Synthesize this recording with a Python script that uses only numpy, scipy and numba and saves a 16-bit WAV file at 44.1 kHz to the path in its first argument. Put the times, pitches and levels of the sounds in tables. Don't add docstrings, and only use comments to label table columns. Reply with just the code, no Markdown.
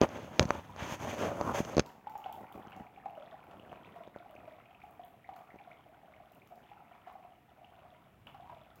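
import sys
import numpy as np
from scipy import signal
from scipy.fft import rfft, irfft
from scipy.io import wavfile
from scipy.ndimage import uniform_filter1d
from numba import njit

SR = 44100
rng = np.random.default_rng(int(sys.argv[2]) if len(sys.argv) > 2 else 0)


def log_audio(samples):
    frames = np.atleast_2d(samples).T
    limited = np.clip(frames, -1, 1)
    pcm = np.round(limited * 32767).astype(np.int16)
    wavfile.write(sys.argv[1], SR, pcm)


N = 388080
TIME = np.arange(N) / SR

# (time [s], big bubble level [dB], small bubble level [dB])
STREAM_FLOW = [(1.9, -63, -65), (2.3, -56, -68), (2.7, -50.5, -59), (2.95, -65, -70), (3.25, -54.5, -62),
               (3.6, -64.5, -67), (3.85, -65, -64.5), (4.4, -58, -66.5), (5.0, -61, -69.5), (5.6, -58, -68),
               (6.0, -64, -71.5), (6.7, -63, -71), (7.1, -63, -64), (7.35, -63.5, -74), (7.75, -59.5, -69),
               (8.2, -72, -72), (8.55, -57.5, -67.5), (8.8, -73, -73.5)]
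# (time [s], length [s])
STREAM_LULLS = [(1.918, 0.13), (2.873, 0.048), (4.063, 0.07), (4.638, 0.051), (5.085, 0.203),
                (6.399, 0.061), (6.987, .06), (7.362, 0.12), (8.099, 0.17)]
# (time [s], pitch [Hz])
GURGLE_PITCH = [(2.0, 816), (3.13, 741.4), (3.21, 620), (3.42, 800), (3.52, 695), (4.58, 677), (4.69, 758),
                (6.45, 687), (6.83, 801), (6.96, 730.5), (8.23, 677), (8.5, 861), (8.53, 698), (8.8, 748)]
# (frequency [Hz], level [dB])
SPLASH_COLOUR = [(300, -15), (700, 5.5), (1150, 5), (1700, -6.5), (2500, -7.5), (3700, -17.5),
                 (4600, -24.5), (9000, -34), (16000, -34)]
TICK_COLOUR = [(4000, -32), (9000, -11.5), (12500, -4), (15500, -0.5)]
def trickle():
    lulls = sum(envelope(s, length, attack_s=.0073, release_s=.0073) for s, length in STREAM_LULLS)
    big_db, small_db = curves(STREAM_FLOW) - 6.5 * lulls
    gurgle_hz, = curves(GURGLE_PITCH)
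    gurgle = swarm(gurgle_hz, per_s=90, octaves=.18, cycles=12, rise=.03, swell=.21, spread_db=13)
    middle = swarm(1180, per_s=90, octaves=.34, cycles=10, rise=.05, swell=.25, spread_db=16.5)
    chatter = swarm(2380, per_s=130, octaves=.54, cycles=8, rise=.13, swell=.32, spread_db=21.5)
    chatter *= undb(1.7 * wander(9))
    splash = unit(colour(crackle(900, 4.5), SPLASH_COLOUR))
    spatter = unit(colour(crackle(25, 3.3), TICK_COLOUR))
    fine = undb(-1.7) * middle + undb(-5.5) * chatter + undb(-4) * splash + undb(-22.5) * spatter
    return undb(big_db - 1.5) * gurgle + undb(small_db) * fine


def bubble(hz, cycles, rise, swell):
    age = np.linspace(0, 1, int(cycles / hz * SR))
    pitch = hz * (1 + rise * age)
    strength = age ** swell * (1 - age) ** 2
    return np.sin(2 * np.pi * np.cumsum(pitch) / SR) * strength / strength.max()


def swarm(centre_hz, per_s, octaves, cycles, rise, swell, spread_db):
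    out = np.zeros(N)
    centre_hz = np.broadcast_to(centre_hz, N)
    for when, size, detune, life, lift in rng.random((int(per_s * N / SR), 5)):
        hz = centre_hz[int(when * N)] * 2 ** (octaves * (2 * detune - 1))
        ring = bubble(hz, cycles * (.5 + life), 2 * rise * lift, swell)
        add(out, when * N / SR, undb(spread_db * size) * ring)
    return unit(out)


# (time [s], level [dB], pitch [Hz])
PLOPS = [(.694, -46, 956), (1.868, -48, 925), (2.07, -32, 846), (2.154, -33, 832), (2.26, -30.5, 760),
         (2.295, -37, 857), (2.441, -46, 880), (2.772, -47, 753), (2.975, -44, 773), (3.058, -31.5, 768),
         (3.176, -41, 603), (3.342, -41.5, 766), (3.718, -42.5, 695), (3.961, -43, 679), (4.005, -44, 654),
         (4.202, -47, 684), (4.259, -47, 772), (4.475, -46.5, 631), (4.837, -48.5, 800),
         (4.995, -40.5, 710), (5.036, -50, 699), (5.29, -37, 760), (5.365, -46.5, 713), (5.674, -45.5, 703),
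         (6.522, -43.5, 700), (6.715, -44.5, 804), (6.914, -47.5, 708), (7.072, -41, 723),
         (7.154, -42.5, 768), (7.249, -45.5, 714), (7.851, -48, 717), (8.345, -44.5, 785),
         (8.399, -44.5, 713), (8.496, -43, 960), (8.528, -46.5, 666)]
# (time [s], level [dB], nominal pitch [Hz])
PLINKS = [(2.241, -45, 2700), (2.328, -52, 2940), (2.524, -55, 2940), (2.866, -54.5, 2150),
          (2.961, -55, 2230), (3.281, -60, 2310), (3.596, -51, 2640), (3.715, -53.5, 2500),
          (3.846, -52, 2200), (4.363, -50, 2280), (4.657, -55, 2260), (4.747, -52, 2390),
          (4.817, -50.5, 2180), (5.035, -55, 2960), (5.244, -50.5, 1860), (5.504, -50, 1840),
          (5.587, -51, 2140), (5.714, -47.5, 2040), (6.137, -53, 2000), (6.418, -55, 2140),
          (7.645, -51.5, 2620), (8.27, -43, 2660)]
# (time [s], level [dB], decay time [s])
SPLASHES = [(2.24, -57.5, 0.11), (3.225, -69, 0.073), (3.51, -52.5, 0.021), (3.719, -55.5, 0.019),
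            (3.955, -53, 0.019), (4.475, -54.5, 0.024), (5.362, -52.5, 0.0097), (5.70, -64.5, .03),
            (5.29, -55, 0.015), (7.072, -56.5, 0.046), (8.268, -55, 0.028), (8.344, -54.5, 0.012),
            (8.495, -55.5, 0.028)]
def drips(smack_s=.0065):
    bubbles, smacks = np.zeros((2, N))
    t = np.arange(SR // 5) / SR
    for s, db, hz in PLOPS:
        add(bubbles, s, undb(db - 1) * bubble(hz, cycles=17.3, rise=.05, swell=.25))
        add(smacks, s, undb(db - 19) * noise_burst(t, smack_s))
    for s, db, hz in PLINKS:
        plink = bubble(.96 * hz, cycles=rng.uniform(17, 21.6), rise=.53, swell=.28)
        add(bubbles, s, undb(db - 1) * plink)
    for s, db, decay_s in SPLASHES:
        add(smacks, s, undb(db) * crackle(3000, 2.7)[:len(t)] * np.exp(-t / decay_s))
    return bubbles + colour(smacks, SPLASH_COLOUR)


# (time [s], high tick level [dB], lower click level [dB])
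DROPLET_HITS = [(1.862, -46, -47), (2.0968, -49, -52.5), (2.178, -46, -52), (2.326, -41, -51.5),
                (2.524, -44.5, -56), (2.7641, -54, -57), (3.7204, -58.5, -77), (3.961, -58, -75),
                (4.8364, -54, -62), (4.9097, -52, -83), (5.0495, -47.5, -72), (5.362, -49, -55.5),
                (6.321, -54, -62), (6.3494, -54, -69), (6.4735, -53, -62), (6.5565, -57, -59.5),
                (8.2681, -53, -78), (8.7574, -48.5, -54.5)]
# (frequency [Hz], level [dB])
CLICK_COLOUR = [(1500, -9), (4300, -4), (7000, -3), (11000, -37), (15000, -31)]
def droplets(impact_s=.00085, mist_s=.068):
    ticks, clicks = np.zeros((2, N))
    t = np.arange(SR // 5) / SR
    for s, tick_db, click_db in DROPLET_HITS:
        impact, mist = noise_burst(t, impact_s), noise_burst(t, mist_s)
        add(ticks, s, undb(tick_db - 3) * (impact + .093 * mist))
        add(clicks, s, undb(click_db - 5) * (impact + .12 * mist))
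    return colour(ticks, TICK_COLOUR) + colour(clicks, CLICK_COLOUR)


def breakup(count=3, wait_s=.015, span_s=.07, octaves=.12):
    out = np.zeros(N)
    for s, db, hz in PLOPS:
        for late, detune in rng.random((count, 2)):
            pitch = hz * 2 ** (octaves * (2 * detune - 1))
            ring = bubble(pitch, cycles=18.5, rise=.034, swell=.18)
            add(out, s + wait_s + span_s * late, undb(db - 14.5 - 6 * late) * ring)
    return out


# (time [s], length [s], drag level [dB], hiss level [dB], hollow resonance [Hz], treble gain [dB])
FINGER_STROKES = [(.008, 0.031, -28.5, -42, 528, -10.5), (0.074, 0.097, -46, -55.5, 694, -7.5),
                  (0.147, 0.13, -49, -58.5, 571, -6.5), (0.295, .1, -51.5, -63, 610, -6.5),
                  (0.383, 0.049, -38.5, -56, 531, -1), (0.452, 0.14, -41.5, -55, 1000, -4),
                  (0.757, 0.1, -44, -49, 900, -8), (0.852, 0.094, -41.5, -48, 947, 0.5),
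                  (0.989, 0.057, -40, -51, 830, 1), (1.054, 0.087, -41, -47.5, 720, -1.5),
                  (1.151, 0.12, -32.5, -45, 600, -1.5), (1.272, 0.048, -37.5, -55, 620, -5.5),
                  (1.321, .085, -39, -58, 662, 0), (1.412, 0.11, -36, -57, 1130, 1.5),
                  (1.529, 0.066, -37, -44, 727.6, 0), (1.622, 0.14, -45, -57, 722, 3.5),
                  (1.769, 0.013, -33.5, -51.5, 480, -6)]
# (frequency [Hz], level [dB])
RUMBLE_COLOUR = [(25, -17), (50, -3.5), (85, 9), (170, 6.5), (280, -2), (600, -34.5)]
DRAG_COLOUR = [(130, -24.5), (230, 3), (550, -3.5), (1050, -5), (1400, -8.5), (2000, -26.5), (4000, -54)]
HISS_COLOUR = [(900, -17.5), (1600, 1.5), (2300, -2.5), (3300, -4.5), (4100, -15.5), (5600, -12),
               (6600, -6.5), (7800, -19.5), (11000, -24.5), (13500, -20), (16000, -28)]
HANDLING_S = 1.81
def rubbing(release_s=.016):
    starts, lengths, drag_db, hiss_db, hz, treble = np.transpose(FINGER_STROKES)
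    strokes = np.array([envelope(s, span, .42 * span, release_s) for s, span in zip(starts, lengths)])
    force, speed = undb(drag_db) @ strokes, undb(hiss_db) @ strokes
    creep = envelope(0, HANDLING_S, release_s, release_s)
    hollow_hz, treble_db = curves(np.transpose([starts + lengths / 2, hz, treble]))
    rumble = unit(colour(crackle(3000, 2.9), RUMBLE_COLOUR))
    rumble *= np.hypot(undb(-9.5) * force, undb(-54) * creep)
    slips = phone_case(colour(crackle(4000, 3.6), DRAG_COLOUR))
    hollow = undb(4) * resonate(slips, hollow_hz, q=2.7)
    drag = unit(slips + hollow) * np.hypot(force, undb(-58.5) * creep)
    fine_slips = phone_case(colour(crackle(12000, 2), HISS_COLOUR))
    hiss = unit(brighten(fine_slips, treble_db)) * np.hypot(speed, undb(-66) * creep)
    return rumble + (undb(.1) * drag + undb(1) * hiss) * undb(1.77 * wander(50.04))


# (time [s], thud level [dB], thud pitch [Hz], nail click level [dB])
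FINGER_KNOCKS = [(0.015, -2, 390, -16), (.0349, -8.5, 384, -30), (.09, -27.5, 780, -37.5),
                 (0.3955, -4, 520, -4.5), (.406, -12, 106, -30), (.428, -17.5, 200, -25),
                 (0.4536, -18.5, 165, -29), (.491, -28, 900, -32), (0.5063, -3.5, 1060, -21),
                 (.763, -28, 864, -38.5), (0.822, -24, 134, -51), (.921, -26, 141, -50),
                 (1.038, -28, 130, -50), (1.412, -10.5, 756, -24.5), (1.6035, -13, 270, -47.5),
                 (1.65, -30, 400, -29.5), (1.7482, -28, 444, -37), (1.7683, -10, 327, -22.5),
                 (1.781, -6, 395, -19), (1.7945, -8, 380, -18.5), (1.7956, -5.5, 550, -8.5),
                 (1.8036, -40, 600, -25), (2.552, -33.5, 305, -61), (2.672, -37, 219, -51),
                 (2.806, -32.5, 203, -61), (3.729, -27.5, 840, -62), (4.076, -32.5, 540, -57),
                 (4.1617, -26, 604, -52.5), (4.353, -37.5, 495, -54), (5.542, -37, 316, -64),
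                 (5.559, -38, 390, -58)]
# (frequency [Hz], level [dB])
NAIL_COLOUR = [(300, -8.5), (1400, 7), (2500, 0.5), (4000, -1), (6600, -1.5), (8000, -19.5), (11000, -30.5),
               (15000, -35)]
def knocking(decay_cycles=.39, scrape_s=.0013):
    thuds, clicks = np.zeros((2, N))
    t = np.arange(SR // 20) / SR
    for s, db, hz, nail_db in FINGER_KNOCKS:
        strength = np.exp(-t * hz / decay_cycles) * (1 - np.exp(-6 * hz * t))
        add(thuds, s, undb(db) * np.sin(2 * np.pi * hz * t) * strength)
        scrape = .45 * noise_burst(t, scrape_s)
        scrape[0] = 3.7
        add(clicks, s, undb(nail_db) * scrape)
    return phone_case(undb(3) * thuds + undb(-6) * colour(clicks, NAIL_COLOUR))


# (frequency [Hz], width [Hz], level against the direct path [dB])
CASE_MODES = [(204, 30, -9), (575, 45, -0.5), (2350, 160, -7), (4420, 280, -9), (6050, 50, 1.5),
              (6330, 80, 2)]
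def phone_case(x):
    return x + sum(undb(db) * signal.lfilter(*signal.iirpeak(hz, hz / width, fs=SR), x)
                   for hz, width, db in CASE_MODES)


# (time [s], length [s], level [dB])
GRIP_SHIFTS = [(1.808, 0.076, -52), (2.353, .07, -49.5), (2.511, 0.097, -50), (2.728, 0.075, -51),
               (3.42, 0.59, -58.5), (4.31, .2, -61.5), (6.297, 0.34, -68.5), (8.243, 0.034, -60),
               (8.752, 0.043, -55)]
def gripping(rest_db=-62, settle_db_per_s=1.9):
    spectrum = [(30, -18.5), (80, -1.5), (170, 2.5), (400, -1), (800, -1.5), (3000, -42.5)]
    creak = unit(colour(crackle(700, 2.3), spectrum))
    shifts = sum(undb(db) * envelope(s, length, attack_s=.061, release_s=.023)
                 for s, length, db in GRIP_SHIFTS)
    resting = undb(rest_db - settle_db_per_s * np.maximum(TIME - HANDLING_S, 0))
    return creak * np.hypot(shifts, resting)


# (time [s], level [dB])
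SLOSH_LEVEL = [(7.4, -93.5), (7.7, -71), (8.0, -71), (8.3, -63), (8.55, -64), (8.8, -71)]
def stirring():
    slosh_db, = curves(SLOSH_LEVEL)
    spectrum = [(25, -5), (60, 1), (120, 0), (200, -5.5), (400, -22), (1500, -46.5)]
    slosh = unit(colour(rng.standard_normal(N), spectrum))
    return slosh * undb(slosh_db + 1.5 * wander(16))


def bathroom(x, t60_s=.452, tail_db=-5, echo_s=.028, echo_db=-12):
    t = np.arange(SR // 2) / SR
    tail = noise_burst(t, t60_s / np.log(1000)) * np.minimum(t / .0041, 1)
    response = undb(tail_db) * tail / np.linalg.norm(tail)
    response[0] += 1
    response[int(echo_s * SR)] += undb(echo_db)
    return signal.fftconvolve(x, response)[:N]


# (frequency [Hz], level [dB])
AIR_COLOUR = [(25, -4.5), (50, -0.5), (110, -0.5), (230, -2), (450, -10.5), (1000, -16), (2500, -16),
              (4500, -32.5), (9000, -35.5), (13000, -31), (15500, -30)]
def room_air():
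    return undb(-66.5) * unit(colour(rng.standard_normal(N), AIR_COLOUR))


def undb(db):
    return 10 ** (np.asarray(db) / 20)


def unit(x):
    return x / np.sqrt(np.mean(x ** 2))


def curves(table):
    s, *columns = np.transpose(table)
    return [np.interp(TIME, s, c) for c in columns]


def add(out, s, sound):
    i = int(np.clip(s * SR, 0, N - 1))
    out[i:i + len(sound)] += sound[:N - i]


def envelope(s, length, attack_s, release_s):
    attack = np.clip((TIME - s) / attack_s, 0, 1)
    return attack * np.exp(-np.clip((TIME - s - length) / release_s, 0, 20))


def wander(per_s):
    step = int(SR / per_s)
    stairs = np.repeat(rng.standard_normal(N // step + 1), step)
    return unit(uniform_filter1d(stairs, step)[:N])


def crackle(per_s, spread_db):
    hits = rng.random(N) < per_s / SR
    return unit(hits * rng.standard_normal(N) * undb(spread_db * rng.standard_normal(N)))


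def noise_burst(t, decay_s):
    return rng.standard_normal(len(t)) * np.exp(-t / decay_s)


def colour(x, points, size=4096):
    hz, db = np.transpose(points)
    bins_hz = np.maximum(np.arange(size // 2 + 1) * SR / size, 1)
    gain = undb(np.interp(np.log(bins_hz), np.log(hz), db))
    cepstrum = irfft(np.log(gain))
    cepstrum[1:size // 2] *= 2
    cepstrum[size // 2 + 1:] = 0
    response = irfft(np.exp(rfft(cepstrum)))
    return signal.fftconvolve(x, response / np.linalg.norm(response))[:N]


@njit
def resonate(x, hz, q):
    y, band, low = np.empty(len(x)), 0., 0.
    for i in range(len(x)):
        g = np.tan(np.pi * hz[i] / SR)
        v = (band + g * (x[i] - low)) / (1 + g * (g + 1 / q))
        band, low, y[i] = 2 * v - band, low + 2 * g * v, v / q
    return y


def brighten(x, db):
    dull = signal.sosfiltfilt(signal.butter(3, 4800, fs=SR, output="sos"), x)
    return dull + undb(db) * (x - dull)


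def scene(knock_to_room_db=-26):
    air = room_air()
    knocks = knocking()
    water = trickle() + drips() + droplets() + breakup() + stirring()
    room = bathroom(water + undb(knock_to_room_db) * knocks)
    return (room + rubbing() + gripping() + knocks + air)[None]


def record(dry, low_hz=55, top_hz=15900):
    thin = signal.sosfilt(signal.butter(3, low_hz, "high", fs=SR, output="sos"), dry)
    return signal.sosfilt(signal.ellip(10, .2, 70, top_hz, fs=SR, output="sos"), thin)


dry = scene()
out = record(dry)
log_audio(out)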